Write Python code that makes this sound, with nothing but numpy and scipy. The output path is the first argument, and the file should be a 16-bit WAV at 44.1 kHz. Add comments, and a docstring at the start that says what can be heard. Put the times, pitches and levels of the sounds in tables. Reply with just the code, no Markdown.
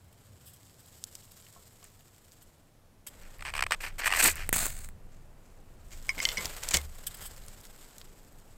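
"""A scraper chatters along a fire steel in stick-slip runs, then bites in one long, spark-throwing stroke.
Before it, hands gather dry wood shavings on a small steel stove grate; the curls rub, skid and snap.
After it, sparks pop and sizzle in the tinder, the tools clink as they are laid down, and the shavings
crackle as they catch and are heaped over the flame. Close mono microphone, quiet forest, light breeze."""
import sys
import numpy as np
from scipy.fft import rfft, irfft, next_fast_len
from scipy.io import wavfile
from scipy.ndimage import map_coordinates

SR = 44100
rng = np.random.default_rng(int(sys.argv[2]) if len(sys.argv) > 2 else 0)


def inscribe(sig):
    """Save sig as 16-bit PCM at rate SR to the path in sys.argv[1].

    A 1-D sig is mono; a 2-D sig holds one channel per row.
    Samples are clipped to [-1, 1] before scaling.
    """
    pcm = np.round(np.clip(np.atleast_2d(sig).T, -1, 1) * 32767)
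    wavfile.write(sys.argv[1], SR, pcm.astype(np.int16))


N = 377927


def amp(db):
    return 10 ** (np.asarray(db) / 20)


def unit(x):
    return x / np.sqrt(np.mean(x ** 2) + 1e-20)


def decay(t, t60_s):
    return np.exp(-np.log(1000) * t / t60_s)


def add(track, start_s, sound):
    part = track[round(start_s * SR):][:len(sound)]
    part += sound[:len(part)]


def colour(x, spectrum):
    """Minimum-phase filter through (frequency [Hz], gain [dB]) points."""
    size = next_fast_len(len(x) + 2048, real=True)
    hz, db = np.transpose(spectrum)
    gain = amp(np.interp(np.log(np.fft.rfftfreq(size, 1 / SR) + 1), np.log(hz + 1), db))
    cepstrum = irfft(np.log(np.maximum(gain, 1e-6)), size)
    cepstrum[1:size // 2] *= 2
    cepstrum[size // 2 + 1:] = 0
    return irfft(rfft(x, size) * np.exp(rfft(cepstrum)), size)[:len(x)]


def resonate(x, modes):
    """Parallel band-pass resonances of alternating sign."""
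    size = next_fast_len(len(x) + 8192, real=True)
    f = np.fft.rfftfreq(size, 1 / SR)
    body = sum((-1) ** k * amp(db) * 1j * f * width_hz / (hz * hz - f * f + 1j * f * width_hz)
               for k, (hz, width_hz, db) in enumerate(modes))
    return irfft(rfft(x, size) * body, size)[:len(x)]


def noise(spectrum):
    return unit(colour(rng.standard_normal(N), spectrum))


def burst(envelope, spectrum):
    """Coloured noise under a short envelope, at the envelope's rms."""
    x = colour(rng.standard_normal(len(envelope)) * envelope, spectrum)
    return unit(x) * np.sqrt(np.mean(envelope ** 2))


def wobble(rate_hz):
    """Smooth random curve."""
    knots = rng.standard_normal(int(N * rate_hz / SR) + 4)
    return map_coordinates(knots, [np.arange(N) * rate_hz / SR])


def grains(per_s, spread_db, clump_db, clump_hz, friction):
    """Tiny uneven fractures in clumps, over smooth friction noise; rms 1."""
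    sizes = amp(spread_db * np.minimum(rng.exponential(size=N), 4))
    ticks = (rng.random(N) < per_s / SR) * sizes * rng.choice([-1, 1], N)
    texture = unit(ticks) + friction * rng.standard_normal(N)
    clumps = amp(clump_db * 2.79 * np.tanh(wobble(clump_hz) / 2))
    return unit(texture * clumps)


def swells(rows):
    """Gain curve of short swells: (time [s], level [dB], length [s])."""
    out, t = np.zeros(N), np.arange(SR // 4) / SR
    for start_s, db, length_s in rows:
        u = 3.5 * t / length_s
        add(out, start_s, amp(db) * u ** 2 * np.exp(2 * (1 - u)))
    return out


def held(start_s, length_s, db, growth_db, attack_s, release_db_per_s):
    """Gain curve: attack, sloping hold centred on db, release."""
    t = np.arange(N) / SR - start_s
    hold_db = db + growth_db * (np.clip(t / length_s, 0, 1) - .5)
    fall_db = release_db_per_s * np.maximum(t - length_s, 0)
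    return np.clip(t / attack_s, 0, 1) * amp(hold_db - fall_db)


# breeze strength: (time [s], level [dB])
BREEZE = [(0, -64.5), (3.03, -54.5), (3.17, -42.5), (3.65, -33.5), (4.1, -40), (4.35, -30), (4.9, -33.5),
          (5.15, -43), (5.8, -40.5), (6.8, -37), (7.25, -36.5), (7.9, -48.5), (8.57, -47.5)]
# background spectra: (frequency [Hz], gain [dB])
RUMBLE_SPECTRUM = [(11, -27), (18, 13), (43, -7.5), (76, -6), (108, -12.5), (220, -24.5), (290, -63.5),
                   (480, -120)]
FOREST_SPECTRUM = [(53, -29), (90, -7.5), (251, -10.5), (283, -13), (445, -14), (486, -13.5), (597, -14.5),
                   (2670, -30), (3000, -33.5), (3900, -55.5), (6600, -120)]
DRONE_SPECTRUM = [(35, -30.5), (75, 3.5), (100, 3.5), (135, -2), (200, -11), (500, -31.5), (2000, -67)]
HISS_SPECTRUM = [(900, -30.5), (1600, -16.5), (3400, -10.5), (8000, -12), (13500, -14), (15500, -18),
                 (16200, -34.5)]


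def air(close_s=3.06, drone_fade_db_per_s=3.5):
    """A gusty breeze rumbles under forest murmur, a fading far drone and steady hiss."""
    t = np.arange(N) / SR
    gusts_db = np.interp(t, *np.transpose(BREEZE)) + 1.3 * wobble(4.5)
    rumble = amp(gusts_db - 7) * noise(RUMBLE_SPECTRUM)
    murmur_db = np.where(t < close_s, -65.5, -61)  # steps up once the microphone is close
    murmur = amp(murmur_db) * noise(FOREST_SPECTRUM)
    drone = amp(-58.5 - drone_fade_db_per_s * t) * noise(DRONE_SPECTRUM)
    return rumble + murmur + drone + amp(-72.5) * noise(HISS_SPECTRUM)


# hand effort on the tinder: (time [s], level [dB])
GATHERING = [(0, -71), (.56, -64), (1.05, -58), (1.55, -59.5), (1.99, -64), (2.45, -65), (2.7, -78.5)]
BRACING = [(3.1, -62), (3.5, -63), (3.93, -69), (4.2, -55), (4.5, -60), (4.7, -66)]
HEAPING = [(4.9, -78), (5.78, -72.5), (6.14, -50), (6.27, -46), (6.43, -45), (6.58, -49), (6.77, -43.5),
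           (6.87, -59.5), (7.2, -51), (7.42, -57), (7.9, -59), (8.25, -65.5), (8.57, -66.5)]
# short crackles, shavings crushed or tinder faintly sizzling: (time [s], level [dB], length [s])
CRACKLES = [(1.82, -57.5, 0.1), (3.064, -48.5, 0.029), (5.1, -66.5, 0.15), (5.4, -69, 0.21),
            (5.9, -52, 0.084), (6.21, -33, 0.052), (6.435, -39, 0.043), (6.625, -38.5, 0.028),
            (6.67, -44, 0.061), (6.705, -36, 0.057), (6.735, -23, 0.038)]
# rubbed, pressed and crackling shavings: (frequency [Hz], gain [dB])
CURL_SPECTRUM = [(1760, -54), (3000, -13), (3170, -10.5), (5290, -6.5), (6130, -11), (6810, -5),
                 (7940, -0.5), (9660, -13), (10700, -12.5), (11800, -6.5), (14200, -12), (15100, -9.5),
                 (16000, -36)]
HEAP_SPECTRUM = [(120, -28.5), (300, -2), (480, 5.5), (900, 2), (1380, 4), (1700, 3), (2100, 2),
                 (2600, -1.5), (4500, -6), (6000, -14), (10000, -46.5)]
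CRACKLE_SPECTRUM = [(150, -5.5), (700, -9), (2300, 2), (3500, -4), (5500, -2.5), (7500, 4.5), (9500, -13),
                    (13000, -12.5), (16000, -17)]


def shavings(tick_count=300, reference_db=-60):
    """Wood curls rub, tick and crackle; pressing brings out the body of the heap."""
    effort, pressing = np.zeros(N), np.zeros(N)
    phases = [(GATHERING, -65, .45), (BRACING, -57.5, .5), (HEAPING, -60.5, 1.26)]
    for curve, body_db, body_db_per_db in phases:
        effort_db = np.interp(np.arange(N) / SR, *np.transpose(curve), left=-200, right=-200)
        effort += amp(effort_db)
        pressing += amp(body_db + body_db_per_db * (effort_db - reference_db))
    rubbing = grains(per_s=1300, spread_db=4, clump_db=2, clump_hz=76, friction=1.18)
    crisp = effort * amp(-.83) * unit(colour(rubbing, CURL_SPECTRUM))
    body = pressing * amp(-4.5) * unit(colour(rubbing, HEAP_SPECTRUM))
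    ticks, t = np.zeros(N), np.arange(SR // 100) / SR
    for when, pitch, size in rng.random((tick_count, 3)):
        hz = 2800 * 4.5 ** pitch
        tick = burst(decay(t, t60_s=.0045), [(hz / 4, -25), (hz, 0), (hz * 2, -12)])
        add(ticks, when * N / SR, amp(5 + 11 * size ** 2) * tick)
    fractures = grains(per_s=1300, spread_db=4, clump_db=2.5, clump_hz=170, friction=.55)
    crackle = swells(CRACKLES) * unit(colour(fractures, CRACKLE_SPECTRUM))
    return crisp + body + effort * ticks + crackle


# stiff curls dragged, and a short crunch of shavings at 3.064 s: (time [s], level [dB], length [s])
DRAGS = [(.125, -62, .012), (.45, -56, 0.084), (.53, -59.5, 0.038), (.80, -60, 0.017), (2.32, -64, .03),
         (2.42, -57.5, 0.021), (3.064, -44, 0.034), (7.064, -36, 0.025), (7.14, -45.5, 0.022),
         (7.205, -51, 0.095), (7.255, -45.5, 0.03)]
# grate resonances: (frequency [Hz], width [Hz], gain [dB])
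GRATE_MODES = [(1140, 87, -12), (1740, 83, -4), (3000, 45, -5), (3170, 510, -0.5), (5030, 380, -3),
               (8150, 640, 4), (11400, 600, 3.5), (13800, 3300, -3.5)]


def grate():
    """Curls skid over the perforated steel and make it sing faintly."""
    skid = grains(per_s=4500, spread_db=.5, clump_db=1, clump_hz=140, friction=.71)
    return amp(3.5) * swells(DRAGS) * unit(resonate(skid, GRATE_MODES))


# dry fibres and twigs breaking: (time [s], level [dB], pitch [Hz])
SNAPS = [(1.039, -17.5, 8650), (1.1518, -24.5, 8200), (1.466, -39.5, 2800), (1.8415, -33, 8400),
         (2.3191, -39, 6900), (6.1484, -34, 3130), (6.19, -18.5, 2090), (6.216, -36, 7800),
         (6.4556, -13.5, 5940), (6.5655, -26.5, 8420), (6.6346, -19.5, 7550), (6.6874, -12, 7000),
         (6.7085, -14.5, 7150), (6.7405, -5.5, 7400), (6.7595, -17, 7480), (6.7644, -16, 8300),
         (6.7688, -7.5, 7620), (7.0668, -26, 8300), (7.482, -30, 9000), (7.6516, -34, 8070),
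         (7.9814, -29, 7250), (8.0135, -31.5, 4260)]


def snaps():
    """A fibre cracks, then rings for an instant around its own pitch."""
    out, t = np.zeros(N), np.arange(SR // 15) / SR
    envelope = amp(-5.5) * decay(t, t60_s=.0014) + amp(-14.5) * decay(t, t60_s=.018)
    for start_s, db, hz in SNAPS:
        fibre = [(hz / 8, -25), (hz / 2, -8), (hz, 0), (hz * 1.45, -10), (hz * 4, -22)]
        add(out, start_s + .00097, amp(db) * burst(envelope, fibre))
    return out


# hand and tool bumps: (time [s], level [dB])
BUMPS = [(1.56, -52), (6.168, -38.5), (6.251, -44), (6.379, -35), (6.447, -35.5), (6.739, -27.5),
         (8.009, -62)]
# soft contact: (frequency [Hz], gain [dB])
BUMP_SPECTRUM = [(60, 13.5), (150, 7.5), (400, 2), (1200, -5), (2200, -24), (6000, -117)]


def bumps(attack_s=.002):
    """Soft contacts knock dully."""
    out, t = np.zeros(N), np.arange(SR // 2) / SR
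    envelope = decay(t, t60_s=.14) * (1 - np.exp(-t / attack_s))
    for start_s, db in BUMPS:
        add(out, start_s, amp(db - 1) * burst(envelope, BUMP_SPECTRUM))
    return out


# hard contact or bursting spark: (frequency [Hz], gain [dB])
CLICK_SPECTRUM = [(120, 1.5), (700, -0.5), (2400, 1.5), (5000, -21), (8000, 3.5), (10500, -1.5),
                  (16000, -4)]


def struck_steel(touches, modes, attack_s=.00024):
    """Each touch clicks and rings the modes at new strengths, damped more or less by the hand."""
    out, t = np.zeros(N), np.arange(SR // 5) / SR
    for start_s, db, t60_factor in touches:
        ring = np.zeros(len(t))
        for hz, mode_db, t60_s in modes:
            envelope = amp(mode_db + rng.normal(0, 1.4)) * decay(t, t60_s * t60_factor)
            ring += envelope * np.sin(2 * np.pi * hz * rng.normal(1, .013) * t)
        ring *= 1 - np.exp(-t / attack_s)
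        click = amp(-11.5) * burst(decay(t, t60_s=.0028), CLICK_SPECTRUM)
        add(out, start_s, amp(db - 2.5) * (ring + click))
    return out


# knocks on the pan: (time [s], level [dB], t60 factor [x])
PAN_KNOCKS = [(1.562, -52, 0.71), (1.825, -56, 0.55)]
# pan ring: (frequency [Hz], level [dB], t60 [s])
PAN_MODES = [(422, -8, 0.28), (547, -8, 0.34), (703, -2, 0.2), (1100, 4, 0.085), (1320, -14, 0.72)]


def stove_pan():
    """Knuckles ring the hollow stove pan."""
    return struck_steel(PAN_KNOCKS, PAN_MODES)


# scraper strokes: (time [s], length [s], rasp [dB], spray [dB], pressure change [dB])
STROKES = [(3.212, .05, -55.5, -67, -2), (3.45, 0.058, -47, -63, -3), (3.544, 0.037, -40.5, -47, 0),
           (3.803, 0.083, -38.5, -44, -2), (3.981, 0.017, -32, -37.5, 4), (4.008, 0.065, -34, -44, 16.5),
           (4.1, 0.11, -33, -34, 13), (4.222, 0.056, -24.5, -17, -1), (4.284, 0.034, -39, -31, 1.5),
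           (4.359, 0.091, -41, -50.5, -5.5)]
# stick-slip runs: (start [s], end [s], slip rate [Hz], start level [dB], end level [dB])
SLIP_RUNS = [(3.392, 3.422, 70, -39, -27), (3.45, 3.5, 145, -24.5, -29.5), (3.537, 3.591, 72, -22.5, -18),
             (3.606, 3.623, 62, -15.5, -9.5), (3.636, 3.664, 37, -17, -20.5), (3.708, 3.719, 85, -12.5, -8),
             (3.725, 3.744, 135, -17, -21), (4.034, 4.044, 58, -24, -21), (4.057, 4.075, 100, -15.5, -11.5),
             (4.081, 4.114, 105, -23.5, -18), (4.123, 4.183, 85, -12, -21.5),
             (4.195, 4.209, 90, -16.5, -12)]
# scraper resonances against the rod: (frequency [Hz], width [Hz], gain [dB])
EDGE_MODES = [(830, 470, -8), (1200, 180, -1), (1750, 355, -1), (2120, 430, -1.5), (2414, 90, 3.5),
              (2870, 460, -6.5), (4450, 460, -12), (5040, 850, -15.5), (8280, 480, -10.5),
              (12500, 2700, -29.5)]
# tearing chips and flying sparks: (frequency [Hz], gain [dB])
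RASP_SPECTRUM = [(120, -53.5), (280, -6), (700, 2.5), (1120, 4), (1450, 6.5), (1720, 10.5), (2420, 10.5),
                 (3000, 4), (3600, -6.5), (4400, -0.5), (6200, -6), (8500, -27.5), (10000, -22),
                 (16000, -40)]
SPRAY_SPECTRUM = [(1760, -41), (3000, -9), (3150, -11.5), (4570, -8), (5140, -12.5), (6710, -4.5),
                  (8230, 2), (8820, -1.5), (10400, -11.5), (12200, -4.5), (15100, -11), (16000, -29.5)]


def scraper(attack_s=.005, release_db_per_s=526.5, spray_db_per_db=2.27):
    """The edge tears chips off the rod in fast slips; a hard stroke throws a spray of sparks."""
    rasping, spraying = np.zeros(N), np.zeros(N)
    for start_s, length_s, rasp_db, spray_db, pressure_db in STROKES:
        rasping += held(start_s, length_s, rasp_db, pressure_db, attack_s, release_db_per_s)
        spraying += held(start_s, length_s, spray_db, spray_db_per_db * pressure_db,
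                         attack_s, spray_db_per_db * release_db_per_s)
    tearing = grains(per_s=6000, spread_db=3.2, clump_db=4, clump_hz=200, friction=.7)
    rasp = rasping * amp(-2.5) * unit(colour(tearing, RASP_SPECTRUM))
    slipping = chatter(SLIP_RUNS, EDGE_MODES)
    shower = grains(per_s=6000, spread_db=3.2, clump_db=2.2, clump_hz=230, friction=.9)
    spray = spraying * amp(-4) * unit(colour(shower, SPRAY_SPECTRUM))
    return rasp + slipping + spray


def chatter(runs, modes, slip_s=.0078, scatter_db=.1):
    """The edge catches and slips at an even rate, in runs that grow or fade."""
    slips = []
    for start_s, end_s, rate_hz, start_db, end_db in runs:
        count = 1 + max(1, round((end_s - start_s) * rate_hz))
        for u in np.linspace(0, 1, count):
            db = start_db + u * (end_db - start_db) + rng.normal(0, scatter_db)
            slips.append((start_s + u * (end_s - start_s), db, slip_s))
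    return swells(slips) * amp(-9) * unit(resonate(rng.standard_normal(N), modes))


# flare puff: (frequency [Hz], gain [dB])
PUFF_SPECTRUM = [(50, -18), (150, 2.5), (350, 1), (800, -7), (1500, -17.5), (4000, -50)]


def flare():
    """The spark shower flares up with a low puff."""
    envelope = held(start_s=4.225, length_s=.053, db=-36.5, growth_db=1,
                    attack_s=.012, release_db_per_s=601)
    return envelope * noise(PUFF_SPECTRUM)


# low thumps: (time [s], level [dB], frequency [Hz], t60 [s])
THUMPS = [(4.286, -42, 102, .12), (4.492, -33, 266, 0.017), (6.753, -32, 71.8, 0.59)]


def thumps(attack_s=.0045):
    """Damped low tones: one under the flare, one with a spark's pop, then one deep thud."""
    out, t = np.zeros(N), np.arange(SR // 2) / SR
    for start_s, db, hz, t60_s in THUMPS:
        envelope = decay(t, t60_s) * (1 - np.exp(-t / attack_s))
        add(out, start_s, amp(db) * envelope * np.sin(2 * np.pi * hz * t))
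    return out


# bursting sparks: (time [s], level [dB])
POPS = [(4.356, -21.5), (4.491, -9.5), (4.528, -4.5), (4.533, -12), (4.541, -14), (4.562, -9.5),
        (4.628, -17.5), (4.656, -14), (4.665, -13.5), (4.888, -30)]
# fierce burn, then a last ember: (time [s], length [s], level [dB], growth [dB])
SIZZLES = [(4.526, 0.15, -30.5, -5), (4.698, 0.15, -49, 3)]
# burning flecks: (frequency [Hz], gain [dB])
SIZZLE_SPECTRUM = [(88, -25), (150, -0.5), (448, -16.5), (675, -2.5), (941, -10.5), (1390, -3.5),
                   (2220, -4), (3220, -11), (4320, -6), (5790, -14), (6390, -3), (8070, 3), (10000, -7),
                   (15100, -9.5), (16000, -6.5)]


def sparks():
    """Burning flecks of the rod sizzle and burst."""
    flecks = grains(per_s=2400, spread_db=3.6, clump_db=2.2, clump_hz=190, friction=.8)
    burning = sum(held(*row, attack_s=.0021, release_db_per_s=382) for row in SIZZLES)
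    out = burning * unit(colour(flecks, SIZZLE_SPECTRUM))
    t = np.arange(SR // 30) / SR
    for start_s, db in POPS:
        add(out, start_s + .00058, amp(db - 5) * burst(decay(t, t60_s=.0053), CLICK_SPECTRUM))
    return out


# tool contacts: (time [s], level [dB], t60 factor [x])
ROD_TAPS = [(6.0921, -16.5, 0.78), (6.1044, -31, 0.68), (6.1794, -33.5, 1.1), (6.2018, -20, 0.62),
            (6.3714, -23, 1.84), (6.7421, -29.5, 2), (6.77, -26.5, 0.94)]
SCRAPER_KNOCKS = [(6.2525, -8, 0.7), (6.2885, -14, 0.7), (6.297, -34, .45), (6.303, -26, .5),
                  (6.309, -30, .5), (6.317, -22.5, 0.44), (6.3805, -22, 0.86), (6.456, -34, 0.34),
                  (6.743, -15.5, 1.3), (6.748, -21, 1.2), (6.77, -25, 1.2)]
# tool rings: (frequency [Hz], level [dB], t60 [s])
ROD_MODES = [(1070, -24, 0.14), (2090, -8, 0.1), (2235, 2.5, 0.058), (3030, -13, 0.046), (5080, -9.5, 0.06),
             (5700, -8, 0.023), (6360, -14, 0.033), (8600, -11, 0.018)]
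SCRAPER_MODES = [(2110, -12.5, 0.073), (3040, -5.5, 0.035), (3420, -5, 0.025), (4370, 3, 0.0076),
                 (5600, -3.5, 0.014), (6500, -10, .014)]


def tool_clinks():
    """Rod and scraper ring as they are laid down."""
    return struck_steel(ROD_TAPS, ROD_MODES) + struck_steel(SCRAPER_KNOCKS, SCRAPER_MODES)


def scene():
    """One microphone feeds both channels."""
    fire_steel = scraper() + flare() + tool_clinks()
    stove = grate() + stove_pan()
    mono = air() + shavings() + stove + fire_steel + sparks() + snaps() + bumps() + thumps()
    return np.array([mono, mono])


def record(dry):
    """Band limit: low-pass with a raised-cosine edge."""
    cutoff_hz, edge_hz = 16150, 500
    size = next_fast_len(N + 8192)
    passed = np.clip((cutoff_hz - np.fft.rfftfreq(size, 1 / SR)) / edge_hz + .5, 0, 1)
    return irfft(rfft(dry, size) * np.sin(np.pi / 2 * passed) ** 2, size)[:, :N]


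dry = scene()
out = record(dry)
inscribe(out)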